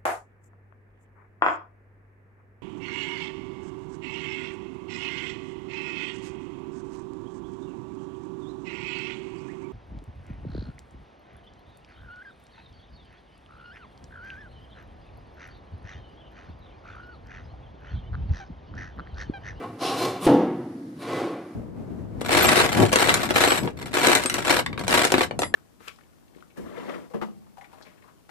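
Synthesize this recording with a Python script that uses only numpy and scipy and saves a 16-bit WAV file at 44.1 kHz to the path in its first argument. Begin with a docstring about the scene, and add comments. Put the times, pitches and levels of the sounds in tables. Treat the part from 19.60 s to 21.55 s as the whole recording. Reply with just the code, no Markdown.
"""A lever paper cutter crunches through a sheet in a quiet, bare office. Rubbing steel and snapping
fibres sound through its frame and blade. The last edge is snipped and the lever thuds on its stop,
shaking the frame and the table. Then the lever is lifted with a soft swish. The strokes and thuds
ring on in the room, over a low ventilation hum and a faint hiss."""
import sys
import numpy as np
from scipy import signal
from scipy.fft import rfft, irfft, next_fast_len
from scipy.io import wavfile
from scipy.ndimage import map_coordinates

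SR = 44100
rng = np.random.default_rng(int(sys.argv[2]) if len(sys.argv) > 2 else 0)


def bounce(signal):
    """Save signal as a 16-bit WAV file at the path given by the first command-line argument."""
    frames = np.transpose(np.atleast_2d(signal))
    limited = np.clip(frames, -1, 1)
    pcm = np.round(limited * 32767).astype(np.int16)
    wavfile.write(sys.argv[1], SR, pcm)


N = 85995
T = np.arange(N) / SR


def amp(db):
    """Turn decibels into a number to multiply by."""
    return 10 ** (np.asarray(db) / 20)


def unit(x):
    """Scale a sound to an average strength (rms) of 1."""
    return x / np.sqrt(np.mean(x ** 2) + 1e-20)


def along(points, hz):
    """Read between rows of (Hz, value), on a log frequency scale."""
    f, v = np.transpose(points)
    return np.interp(np.log(hz + 1), np.log(f + 1), v)


def filtered(x, response):
    """Turn each frequency up or down by response(hz)."""
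    size = next_fast_len(N + SR // 2)
    return irfft(rfft(x, size) * response(np.fft.rfftfreq(size, 1 / SR)), size)[..., :N]


def noise(colour):
    """Two coloured noises: mid (what both ears share) and side (what sets them apart)."""
    return unit(filtered(rng.standard_normal((2, N)), lambda hz: amp(along(colour, hz))))


def fade(t, t60):
    """Die away by 60 dB every t60 seconds."""
    return np.exp(-np.log(1000) * t / t60)


def widened(x, width):
    """Turn mid and side into left and right; more side sounds wider."""
    side = filtered(x[1], lambda hz: amp(along(width, hz)))
    return np.array([x[0] + side, x[0] - side])


# The hum's tone colour. Each row: frequency in Hz, level in dB.
HUM_COLOUR = [(25, -50), (60, -31), (110, -10.5), (190, -8.5), (240, -1), (305, -0.5), (380, -15),
              (455, -14), (520, -19), (1000, -29.5), (2200, -35), (4000, -76)]
# Its stereo width. 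Each row: frequency in Hz, side gain in dB.
HUM_WIDTH = [(30, -20), (110, -40), (300, -38.5), (650, 2), (1300, 4), (2500, 1)]

def ventilation():
    """The ventilation hums with a low, steady noise."""
    return amp(-44) * widened(noise(HUM_COLOUR), HUM_WIDTH)


# The hiss's tone colour. Each row: frequency in Hz, level in dB.
HISS_COLOUR = [(200, -35), (2000, 8), (5000, 10), (8000, 2), (10000, 6.5), (12500, -1), (15000, -7)]

def hiss():
    """A faint, bright hiss lies under everything."""
    mid, side = amp(-65.5) * noise(HISS_COLOUR) * amp([[0], [-3]])
    return np.array([mid + side, mid - side])


def resonances(hz, notes, depth_db):
    """A filter shape that favours the notes at which steel likes to ring."""
    peaks = sum(amp(db) * 1j * hz * width / (pitch ** 2 - hz ** 2 + 1j * hz * width)
                for pitch, width, db in notes)
    return 1 + amp(depth_db) * peaks


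# The notes of the rubbed frame and the singing blade. Each row: pitch in Hz, width in Hz, level in dB.
FRAME_NOTES = [(205, 16, -8), (278, 20, 1), (328, 22, 1), (365, 18, 2), (450, 20, -4), (505, 30, 0),
               (570, 20, -2), (715, 40, 2), (785, 26, 0), (1022, 30, 3), (1098, 28, 4), (1295, 22, -1),
               (1450, 26, 2), (2010, 25, -1), (2310, 30, 0)]
BLADE_NOTES = [(2590, 24, -1), (2710, 24, -4), (2856, 24, 1), (3005, 24, -3), (3450, 24, 1), (3580, 24, 0),
               (3905, 24, -2), (4126, 20, 7), (4452, 24, -6), (8680, 40, 2), (9560, 50, 3), (10250, 60, 1)]
SNAPS_PER_S, SNAP_DB, FLUTTER_PER_S = 1000, -4, 70

def stroke(levels, colour, frame_db, blade_db):
    """Steel rubs and fibres snap: noise and tiny clicks sound through the frame and blade."""
    times, db = np.transpose(levels)
    level_db = np.interp(T, times, db, left=-120, right=-120)
    flutter_db = map_coordinates(rng.standard_normal(N), [T * FLUTTER_PER_S])
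    snaps = (rng.random((2, N)) < SNAPS_PER_S / SR) * rng.standard_normal((2, N))
    rubbing = rng.standard_normal((2, N))
    drive = unit(rubbing + amp(SNAP_DB) * unit(snaps))
    body = filtered(drive, lambda hz: amp(along(colour, hz))
                    * resonances(hz, FRAME_NOTES, frame_db) * resonances(hz, BLADE_NOTES, blade_db))
    return unit(body) * amp(level_db + flutter_db)


# How each part of the cut swells and fades. Each row: time in seconds, level in dB.
NUDGE_LEVELS = [(0, -36.5), (.045, -31.5), (.07, -43.5), (.16, -70)]
CUT_LEVELS = [(.185, -44), (.205, -43), (.225, -27.5), (.28, -27.5), (.35, -31.5), (.43, -28.5), (.48, -28),
              (.52, -36.5), (.61, -53)]
BITE_LEVELS = [(.19, -59), (.21, -43), (.23, -37.5), (.255, -34.5), (.285, -35), (.32, -42), (.37, -55)]
SHEAR_LEVELS = [(.34, -60), (.385, -36.5), (.425, -36.5), (.455, -37.5), (.49, -81), (.54, -72)]
SNIP_LEVELS = [(.6, -47), (.625, -34), (.657, -25.5), (.668, -37.5), (.685, -64)]
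# The tone colour of each part. Each row: frequency in Hz, level in dB.
NUDGE_COLOUR = [(29, -68), (50, -42), (107, -11), (169, -15.5), (494, -11), (598, -16), (707, -11.5),
                (941, -21.5), (1040, -16), (15000, -55.5)]
CUT_COLOUR = [(30, -50), (70, -51), (110, -2.5), (220, -15), (330, -2.5), (450, -4), (600, -7), (780, -3),
              (910, -12.5), (1080, -8.5), (1600, -16), (3200, -22), (4500, -22), (7700, -26),
              (10500, -30.5), (15000, -39.5)]
BITE_COLOUR = [(1000, -18), (2500, 7.5), (4000, 8), (5500, 9), (7500, -10), (10500, -3), (15000, -21)]
SHEAR_COLOUR = [(1000, -10), (2300, 2), (4000, 6), (5500, 5.5), (7500, -2.5), (10000, -6.5), (12500, 0.5),
                (15000, -32)]
SNIP_COLOUR = [(59, -43), (100, 1.5), (310, -1.5), (904, -14.5), (1050, -1), (1560, -23.5), (2920, -17),
               (7830, -25.5), (9460, -19.5), (15000, -32.5)]

def downstroke():
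    """The lever is nudged and pushed; the blade bites, slices the sheet and snips the last edge."""
    return (stroke(NUDGE_LEVELS, NUDGE_COLOUR, frame_db=10, blade_db=5)
            + stroke(CUT_LEVELS, CUT_COLOUR, frame_db=5, blade_db=-3)
            + stroke(BITE_LEVELS, BITE_COLOUR, frame_db=-14, blade_db=3)
            + stroke(SHEAR_LEVELS, SHEAR_COLOUR, frame_db=-4, blade_db=7.5)
            + stroke(SNIP_LEVELS, SNIP_COLOUR, frame_db=-25, blade_db=-4))


# The table's groans. Each row: loudest moment in seconds, half length in seconds, level in dB.
GROANS = [(0.107, 0.065, -44), (0.364, 0.043, -44), (0.474, 0.07, -35.5), (1.56, 0.08, -39.5)]
# Their tone colour. Each row: frequency in Hz, level in dB.
GROAN_COLOUR = [(50, -33), (88, -24), (114, 4.5), (130, -4), (180, -15.5), (400, -65)]

def table_groans():
    """The table gives low groans as the moving lever loads it."""
    swells = sum(amp(db) * np.exp(-((T - peak) / half) ** 2) for peak, half, db in GROANS)
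    return noise(GROAN_COLOUR)[0] * swells


# The lever's blows on its stop. Each row: start in seconds, overall level in dB,
# crack level in dB, knock pitch in Hz, knock level in dB.
BLOWS = [(.665, -12, -10, 348, 8.5), (.689, -16.5, -14, 278, 6.5), (.731, -18.5, -28, 283, 5),
         (.786, -23.5, -43, 330, 6), (.808, -24.5, -36, 310, -15)]
# The notes of the struck cutter on its table. Each row: pitch in Hz, level in dB, fade time in seconds.
STRUCK_NOTES = [(116, -17, .3), (161, -13, .3), (215, -17, .3), (285, -7, .4), (323, -11, .55),
                (362, -5, .16), (452, -10, .35), (501, -8, .4), (578, -15, .3), (684, -13, .3),
                (737, -15, .3), (785, -11, .2), (839, -10, .33), (918, -18, .3), (1095, -21, .25),
                (1301, -24, .35)]
# The tone colours of thud and crack. Each row: frequency in Hz, level in dB.
THUD_COLOUR = [(30, -54), (70, -44), (115, -10), (200, 0), (320, -2.5), (450, -2.5), (800, -5), (1300, -16),
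               (2500, -31.5), (6000, -39.5), (15000, -89)]
CRACK_COLOUR = [(200, -25), (1500, 9), (3000, 6), (6000, -7.5), (15000, -29)]
KNOCK_BOOST_DB, KNOCK_RISE_S, BLOW_RISE_S = 3.5, 0.0046, 0.0052

def lever_stop():
    """The lever lands and rocks: each blow is a hollow knock, a ring, a dull thud and a crack."""
    out = np.zeros((2, N))
    for start, db, crack_db, knock_hz, knock_db in BLOWS:
        t = np.maximum(T - start, 0)
        ring = sum(amp(level + rng.normal(0, 1)) * fade(t, t60) * np.sin(2 * np.pi * hz * t)
                   for hz, level, t60 in STRUCK_NOTES)
        thud = amp(-2) * noise(THUD_COLOUR) * fade(t, t60=0.22)
        crack = amp(crack_db) * noise(CRACK_COLOUR) * fade(t, t60=0.07)
        knock = amp(KNOCK_BOOST_DB + knock_db) * np.sin(2 * np.pi * knock_hz * t)
        knock *= fade(t, t60=0.055) * (1 - np.exp(-t / KNOCK_RISE_S))
        rise = 1 - np.exp(-t / BLOW_RISE_S)
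        out += amp(db) * (knock + rise * (ring + thud + crack))
    return out


def table_thump(pitch_hz=42.2):
    """The table gives under the first blow with one short, deep push."""
    t = np.maximum(T - BLOWS[0][0], 0)
    return amp(-21.5) * np.sin(2 * np.pi * pitch_hz * t) * fade(t, t60=0.051)


# How the scrape and the swish swell and fade. Each row: time in seconds, level in dB.
SCRAPE_LEVELS = [(1.36, -74), (1.4, -55.5), (1.422, -51), (1.445, -55), (1.5, -72)]
SWISH_LEVELS = [(1.36, -69), (1.422, -39.5), (1.485, -32.5), (1.506, -29), (1.539, -29.5), (1.614, -27.5),
                (1.679, -33), (1.78, -42.5), (1.93, -68)]
# Their tone colours. Each row: frequency in Hz, level in dB.
SCRAPE_COLOUR = [(300, -15), (1500, -4), (4000, 6.5), (7500, -10), (10000, 2.5), (15000, -20)]
SWISH_COLOUR = [(30, -60), (70, -42), (110, -16), (220, -11.5), (350, -1), (420, -7.5), (550, -5),
                (900, -16), (1100, -14), (1700, -19.5), (4000, -27), (7800, -37.5), (10000, -38),
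                (15000, -51)]
DULLING_DB_PER_S, DULL_ABOVE_HZ = 37, 1200
PLAIN_AT_S = 1.605  # the swish is brightened before this moment and dulled after it

def upstroke():
    """The blade frees itself with a crisp scrape and swishes back up, ever duller."""
    scrape = stroke(SCRAPE_LEVELS, SCRAPE_COLOUR, frame_db=-9, blade_db=-3)
    swish = stroke(SWISH_LEVELS, SWISH_COLOUR, frame_db=3.5, blade_db=-27)
    treble = filtered(swish, lambda hz: hz ** 2 / (hz ** 2 + DULL_ABOVE_HZ ** 2))
    elapsed = np.clip(T, SWISH_LEVELS[0][0], SWISH_LEVELS[-1][0]) - PLAIN_AT_S
    return scrape + swish + treble * (amp(-DULLING_DB_PER_S * elapsed) - 1)


# How long the office echoes. Each row: frequency in Hz, seconds to fade by 60 dB.
ECHO_TIMES = [(70, 0.93), (130, 2.4), (300, 1.03), (700, 0.76), (2000, 1), (5000, 0.53), (10000, 0.41),
              (15000, 0.57)]

def room(x, echo_db=-4.5):
    """Add the office's echo, in which each frequency dies away at its own speed."""
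    hz, t, spectrum = signal.stft(rng.standard_normal((2, SR)), SR, nperseg=256)
    decay = fade(t, along(ECHO_TIMES, hz)[:, None])
    build_up = 1 - fade(t, t60=0.013)
    tail = signal.istft(spectrum * decay * build_up, SR, nperseg=256)[1]
    echo = signal.fftconvolve(x[:1], tail / np.linalg.norm(tail[0]), axes=1)[:, :N]
    return x + amp(echo_db) * echo


def without_deep_bass(x, cutoff_hz=101):
    """The cutter is too small to give off deep bass."""
    return signal.sosfilt(signal.butter(4, cutoff_hz, "highpass", fs=SR, output="sos"), x)


# The stereo width of the strokes and the blows. Each row: frequency in Hz, side gain in dB.
STROKE_WIDTH = [(100, -18), (300, -34), (650, -21.5), (1300, -11), (2500, -11), (5000, -10), (11000, -7.5)]
BLOW_WIDTH = [(30, -6), (80, -29), (140, -63), (300, -37), (650, -24), (1300, -11), (2500, -8.5),
              (5000, -8.5), (11000, 1)]

def scene():
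    """The cutter in its room, wider in the treble, with the table, the hiss and the hum."""
    strokes = widened(without_deep_bass(room(downstroke() + upstroke())), STROKE_WIDTH)
    blows = widened(without_deep_bass(room(lever_stop())), BLOW_WIDTH)
    return strokes + blows + table_groans() + table_thump() + hiss() + ventilation()


TOP_HZ = 15200

def record(dry):
    """Cut away the very highest treble."""
    return filtered(dry, lambda hz: hz < TOP_HZ)


dry = scene()
out = record(dry)
bounce(out)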